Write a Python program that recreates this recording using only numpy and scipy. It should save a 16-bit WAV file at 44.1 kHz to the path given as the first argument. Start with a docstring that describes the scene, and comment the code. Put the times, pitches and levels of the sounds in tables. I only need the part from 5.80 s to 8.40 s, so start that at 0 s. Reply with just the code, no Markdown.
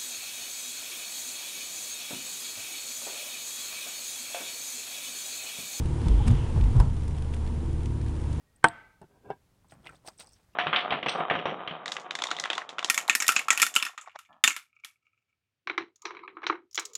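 """A steady engine drone over tyre rumble, then booms, rings and knocks as the wheels cross two road joints.
The place is the cabin of a four-cylinder car, cruising onto a bridge in light rain, microphone inside.
Sines make the engine, booms, thuds and trim modes; shaped noise makes the rumble, slaps and cracks.
An oncoming motorbike hisses past as a band of noise dropping in pitch; drops tick on the windscreen
as short noise bursts. The microphone adds hiss and a thin whine."""
import sys
import numpy as np
from scipy import signal
from scipy.fft import rfft, irfft
from scipy.io import wavfile

SR = 44100
rng = np.random.default_rng(int(sys.argv[2]) if len(sys.argv) > 2 else 0)


def put_to_file(sound):
    """Save the sound as 16-bit audio at rate SR, in the file named by the first command-line argument."""
    columns = np.atleast_2d(sound).T  # one column per channel
    safe = np.clip(columns, -1, 1)
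    whole_steps = np.round(safe * 32767)
    wavfile.write(sys.argv[1], SR, whole_steps.astype(np.int16))


N = 114660
TIME = np.arange(N) / SR  # [s]

# All noise spectra below are relative: the noise is scaled to an rms of 1 before its level is set.
# microphone hiss spectrum: (frequency [Hz], level per Hz [dB])
HISS_SPECTRUM = [(500, 14), (3000, -4), (6500, 1), (8000, 1), (9800, 6), (11000, -4)]
# microphone hiss over time: (time [s], level [dB])
HISS_LEVEL = [(0, -57), (.4, -57.5), (1.0, -60), (1.15, -62), (2.2, -61.5), (2.6, -59.5)]
HISS_TOP_HZ, WHINE_HZ, WHINE_DB = 10350, 7170, -75

# single raindrops on the windscreen: (time [s], level [dB], treble tilt [dB])
DROPS = [(0.0575, -43.5, 3), (.216, -44.5, 4), (0.2837, -35.5, 0), (.505, -46, -16), (0.512, -43.5, 12),
         (.5525, -45, -5), (.8106, -43, -7), (0.84, -44.5, -1), (.9652, -45, 1), (1.28, -41, 5),
         (1.4223, -42.5, 0), (1.539, -44.5, -13), (1.5438, -45, 13), (1.6636, -45, -1), (1.675, -43.5, -3),
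         (1.9301, -48.5, 2), (2.033, -47.5, 4), (2.058, -41, 0), (2.214, -44, -4), (2.263, -48, 0),
         (2.416, -47, -2), (2.53, -48.5, 13)]
# colour of a drop on the glass: (frequency [Hz], level per Hz [dB])
DROP_SPECTRUM = [(600, -21), (1500, 6), (3200, 5), (5000, -2), (7500, -3.5), (10500, -1.5)]
DROP_T60_S = 0.018
DRIZZLE_PER_S, DRIZZLE_DB, DRIZZLE_SPREAD_DB = 50, -61, 5.5

# passing motorbike: loudest moment and width, then the hiss and the spray
PASS_S, PASS_WIDTH_S = 0.49, 0.19
PASS_DB, PASS_HZ, PASS_BAND_HZ = -54, 2920, 680
SPRAY_DB, SPRAY_HZ, SPRAY_BAND_HZ = -7, 1900, 760  # level relative to the hiss
DOPPLER_SHARE, DOPPLER_S, DOPPLER_TURN_S = 0.115, 0.6, 0.088

# tyre rumble through the body: (frequency [Hz], level per Hz [dB])
RUMBLE_SPECTRUM = [(21, 4.5), (27, -4), (48, -2), (62, -2), (82, -13), (100, 0), (140, -8), (180, -13.5),
                   (250, -22.5), (400, -27.5), (560, -38.5)]
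# rumble over time: (time [s], level [dB])
RUMBLE_LEVEL = [(0, -26), (.2, -34.5), (.3, -24), (.55, -30.5), (.67, -29.5), (.8, -26), (1.1, -28.5),
                (1.45, -33), (1.85, -30.5), (2.08, -33.5), (2.3, -31.5), (2.6, -29)]
# tread and wind noise: (frequency [Hz], level per Hz [dB])
TREAD_SPECTRUM = [(300, -3.5), (470, 5), (620, -2), (900, 1), (1300, -6.5), (2000, -11.5), (3200, -13.5),
                  (4500, -19), (10000, -25.5)]
# tread noise over time: (time [s], level [dB])
TREAD_LEVEL = [(0, -48), (.18, -46.5), (.27, -44), (.39, -47), (.55, -45), (.72, -46), (1.03, -47.5),
               (1.12, -51), (1.6, -49.5), (2.25, -51), (2.6, -48)]
# narrow resonances of the rolling tyres: (frequency [Hz], width [Hz], level relative to tread noise [dB])
TYRE_TONES = [(241.7, 27.7, 2.5), (447, 32, -7), (933.6, 58, -10)]

# engine firing rate: (time [s], rate [Hz])
FIRING_RATE = [(0, 74.83), (.7, 74.89), (1.3, 74.11), (2.0, 73.78), (2.6, 74.3)]
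# engine overtones: (multiple of the four-stroke cycle rate, relative level [dB])
ORDERS = [(6, -7.5), (8, -9.5), (12, -19), (13, -22), (16, -18), (17, -21.5), (18, -18.5), (19, -24),
          (20, -23.5), (23, -26), (24, -34.5), (26, -29), (27, -33.5)]
# engine load, as the relative level of the overtones: (time [s], level [dB])
LOAD = [(0, 5.5), (1.0, -3), (1.2, -4), (1.6, -3.5), (1.9, 1), (2.6, 0.5)]
DRONE_DB, DRONE_WAVER_DB = -30.5, 0.5
ORDERS_DB, ORDER_WAVER_DB, WAVER_HZ = -34, 3, 5

# loose trim knocks: (time [s], body level before the mode levels [dB], crack level [dB])
KNOCKS = [(0.4664, -46, -42), (0.4739, -52, -39.5), (.4785, -41, -39), (0.481, -42.5, -36),
          (0.9998, -27, -35), (1.0055, -41, -50)]
# modes of the trim: (frequency [Hz], relative level [dB], t60 [s])
TRIM_MODES = [(452, -2, 0.056), (566, -6.5, 0.056), (660, -8, 0.032), (856, -2.5, 0.059), (948, -0.5, 0.05),
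              (1042, -3, 0.05), (1140, -10, 0.041), (1500, -12, 0.062), (1623, -11, 0.042),
              (2530, -29, 0.039), (5120, -8.5, 0.013)]
TRIM_SPREAD_DB = 1.6
# crack of the trim: (frequency [Hz], level per Hz [dB])
CRACK_SPECTRUM = [(300, -7), (1000, 3), (2500, 0.5), (5500, -7), (8500, -5), (11000, -3.5)]
CRACK_T60_S = 0.03

# cabin booms, one per axle and joint: (start time [s], peak level [dB], frequency [Hz], time to peak [s])
BOOMS = [(.247, -14.5, 50.2, .09), (.459, -18, 49.4, 0.07), (.768, -15, 46.54, 0.07),
         (0.976, -8, 43.2, 0.021)]
BOOM_SHARPNESS = 3.3
# tyres strike the edges of the joints: (start time [s], thud level [dB], thud frequency [Hz],
# air-cavity ring level [dB], tread slap level [dB], slap rise [s])
STRIKES = [(0.24, -24, 128.8, -33, -43.5, 0.018), (.445, -21, 144.3, -24.5, -43.5, 0.018),
           (.49, -14, 113, -46, -45.5, 0.028), (0.754, -19, 132, -39.5, -41.5, 0.018),
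           (0.947, -12.5, 119.4, -53, -41.5, 0.016), (.985, -24, 111, -48, -42, 0.026)]
THUD_RISE_S, THUD_SHARPNESS = 0.016, 2.2
CAVITY_HZ, CAVITY_RISE_S, CAVITY_SHARPNESS = 235.7, 0.04, 3
PANEL_DB = -14.5  # relative to the thud
PANEL_HZ, PANEL_RISE_S, PANEL_SHARPNESS = 135.3, 0.073, 5.2
# tread slap: (frequency [Hz], level per Hz [dB])
SLAP_SPECTRUM = [(150, 1), (300, -4), (550, -2.5), (850, 0), (1300, -8), (2500, -28), (8000, -30)]
# shudder of the body after each strike: (frequency [Hz], level per Hz [dB])
SHUDDER_SPECTRUM = [(22, -4), (35, 2.5), (70, 3), (115, -1.5), (180, -6), (215, -20.5), (400, -25)]
SHUDDER_DB, SHUDDER_RISE_S, SHUDDER_SHARPNESS = -21, 0.025, 1.7
# the suspension clunks once, shortly before the rear axle meets the first joint
CLUNK_S, CLUNK_DB, CLUNK_HZ, CLUNK_RISE_S, CLUNK_SHARPNESS = 0.4, -34, 835, 0.0076, 1.7

TOP_SOFTEN_HZ, CUTOFF_HZ = 10300, 12000


def from_db(db):
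    """Decibels to gain."""
    return 10 ** (np.asarray(db) / 20)


def rms_one(x):
    """Scale to an rms of 1."""
    return x / np.sqrt(np.mean(x ** 2) + 1e-20)


def in_time(rows):
    """A control curve at every sample."""
    return np.interp(TIME, *np.transpose(rows))


def shaped(gain):
    """Noise of rms 1 whose spectrum follows gain(Hz)."""
    hz = np.maximum(np.arange(N // 2 + 1) * SR / N, 1)
    return rms_one(irfft(rfft(rng.standard_normal(N)) * gain(hz), N))


def noise(spectrum, top_hz=CUTOFF_HZ):
    """Noise with a given spectrum, falling away beyond its ends and steeply above top_hz."""
    f, db = np.transpose(spectrum)

    def gain(hz):
        inside = from_db(np.interp(np.log(hz), np.log(f), db))
        below = np.minimum(hz / f[0], 1) ** 2
        above = np.minimum(f[-1] / hz, 1) ** 3
        steep_top = 1 / np.sqrt(1 + (hz / top_hz) ** 90)
        return inside * below * above * steep_top

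    return shaped(gain)


def band(hz, width):
    """Noise in one resonance with steep skirts, 12 dB down at width; at 0 Hz, a slow drift."""
    return shaped(lambda f: 1 / (1 + ((f - hz) / width) ** 2) ** 2)


def swell(s, rise, sharpness=1):
    """Envelope that starts at s, reaches 1 after the rise and dies away."""
    u = np.maximum(TIME - s, 0) / rise
    return (u * np.exp(1 - u)) ** sharpness


def fade(s, t60):
    """Envelope that jumps to 1 at s and decays by 60 dB in t60."""
    return (TIME >= s) * np.exp(-np.log(1000) * np.clip((TIME - s) / t60, 0, 10))


def sine(s, hz):
    """A vibration with zero phase at s."""
    return np.sin(2 * np.pi * hz * (TIME - s))


def microphone():
    """Self-noise of the microphone: shaped hiss and a thin electrical whine."""
    hiss = from_db(in_time(HISS_LEVEL)) * noise(HISS_SPECTRUM, top_hz=HISS_TOP_HZ)
    whine = np.sqrt(2) * from_db(WHINE_DB) * sine(0, WHINE_HZ)
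    return hiss + whine


def rain():
    """Drops tick on the glass as decaying splash noise, single ones among a fine random drizzle."""
    splash = noise(DROP_SPECTRUM)
    lowpass = signal.butter(2, 5000, fs=SR, output="sos")
    dull = signal.sosfiltfilt(lowpass, splash)
    bright = splash - dull
    drops = np.zeros(N)
    for s, db, tilt in DROPS:
        tick = from_db(db - tilt / 2) * dull + from_db(db + tilt / 2) * bright
        drops += fade(s, DROP_T60_S) * tick
    lands = rng.random(N) < DRIZZLE_PER_S / SR
    speck_db = DRIZZLE_DB + DRIZZLE_SPREAD_DB * np.minimum(rng.exponential(1, N), 2)
    specks = lands * from_db(speck_db)
    keep = np.exp(-np.log(1000) / (DROP_T60_S * SR))  # decay per sample
    drizzle = signal.lfilter([1], [1, -keep], specks + 1e-18) * splash
    return drops + drizzle


def motorbike():
    """A band of wet-tyre hiss, with broader spray below it, swells and drops in pitch as it goes by."""
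    source = band(PASS_HZ, PASS_BAND_HZ) + from_db(SPRAY_DB) * band(SPRAY_HZ, SPRAY_BAND_HZ)
    # Doppler: the source is read fast on approach and slowly on departure
    speed = 1 - DOPPLER_SHARE * np.tanh((TIME - DOPPLER_S) / DOPPLER_TURN_S)
    hiss = np.interp(np.cumsum(speed), np.arange(N), source, period=N)
    closeness = 1 / (1 + ((TIME - PASS_S) / PASS_WIDTH_S) ** 4)
    return from_db(PASS_DB) * hiss * closeness


def tyres():
    """Rolling tyres: rumble through the body, tread noise and narrow resonances, all from noise."""
    rumble = from_db(in_time(RUMBLE_LEVEL)) * noise(RUMBLE_SPECTRUM)
    tread = noise(TREAD_SPECTRUM)
    for hz, width, db in TYRE_TONES:
        tread += from_db(db) * band(hz, width)
    return rumble + from_db(in_time(TREAD_LEVEL)) * tread


def engine():
    """A steady drone at the firing rate; wavering overtones of the cycle follow the load."""
    # four cylinders fire once each per four-stroke cycle
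    cycle = 2 * np.pi * np.cumsum(in_time(FIRING_RATE)) / SR / 4
    drone_gain = from_db(DRONE_DB + DRONE_WAVER_DB * band(0, WAVER_HZ))
    drone = drone_gain * np.sin(4 * cycle)
    overtones = np.zeros(N)
    for multiple, db in ORDERS:
        gain = from_db(db + ORDER_WAVER_DB * band(0, WAVER_HZ))
        overtones += gain * np.sin(round(multiple) * cycle + 2 * np.pi * rng.random())
    loaded = from_db(ORDERS_DB + in_time(LOAD)) * overtones
    return np.sqrt(2) * (drone + loaded)  # sine levels are rms


def trim():
    """Loose plastic is jolted by the rear axle: short noise cracks and damped sine modes."""
    out = np.zeros(N)
    crack = noise(CRACK_SPECTRUM)
    for s, body_db, crack_db in KNOCKS:
        out += from_db(crack_db) * fade(s, CRACK_T60_S) * crack
        for hz, db, t60 in TRIM_MODES:
            gain = from_db(body_db + db + rng.normal(0, TRIM_SPREAD_DB))
            out += gain * rng.choice([-1, 1]) * fade(s, t60) * sine(s, hz)
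    return out


def joints():
    """Each edge gives a thud, a shudder, a panel and a tyre ring and a slap; each axle makes the cabin boom."""
    out = np.zeros(N)
    for s, db, hz, rise in BOOMS:
        out += from_db(db) * swell(s, rise, BOOM_SHARPNESS) * sine(s, hz)
    slap, shudder = noise(SLAP_SPECTRUM), noise(SHUDDER_SPECTRUM)
    for s, thud_db, thud_hz, ring_db, slap_db, slap_rise in STRIKES:
        out += from_db(thud_db) * swell(s, THUD_RISE_S, THUD_SHARPNESS) * sine(s, thud_hz)
        out += from_db(SHUDDER_DB) * swell(s, SHUDDER_RISE_S, SHUDDER_SHARPNESS) * shudder
        panel = swell(s, PANEL_RISE_S, PANEL_SHARPNESS) * sine(s, PANEL_HZ)
        out += from_db(thud_db + PANEL_DB) * panel
        out += from_db(ring_db) * swell(s, CAVITY_RISE_S, CAVITY_SHARPNESS) * sine(s, CAVITY_HZ)
        out += from_db(slap_db) * swell(s, slap_rise) * slap
    clunk = swell(CLUNK_S, CLUNK_RISE_S, CLUNK_SHARPNESS) * sine(CLUNK_S, CLUNK_HZ)
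    return out + from_db(CLUNK_DB) * clunk


def scene():
    """Everything as heard behind the windscreen, summed to one channel."""
    background = microphone() + rain() + motorbike()
    car = tyres() + engine() + trim() + joints()
    return (background + car)[None]


def record(dry):
    """The top is softened by one low-pass filter, then cut steeply by another."""
    soften = signal.butter(10, TOP_SOFTEN_HZ, fs=SR, output="sos")
    cut = signal.ellip(10, 0.2, 80, CUTOFF_HZ, fs=SR, output="sos")  # ripple and stopband [dB]
    return signal.sosfilt(cut, signal.sosfilt(soften, dry))


dry = scene()
out = record(dry)
put_to_file(out)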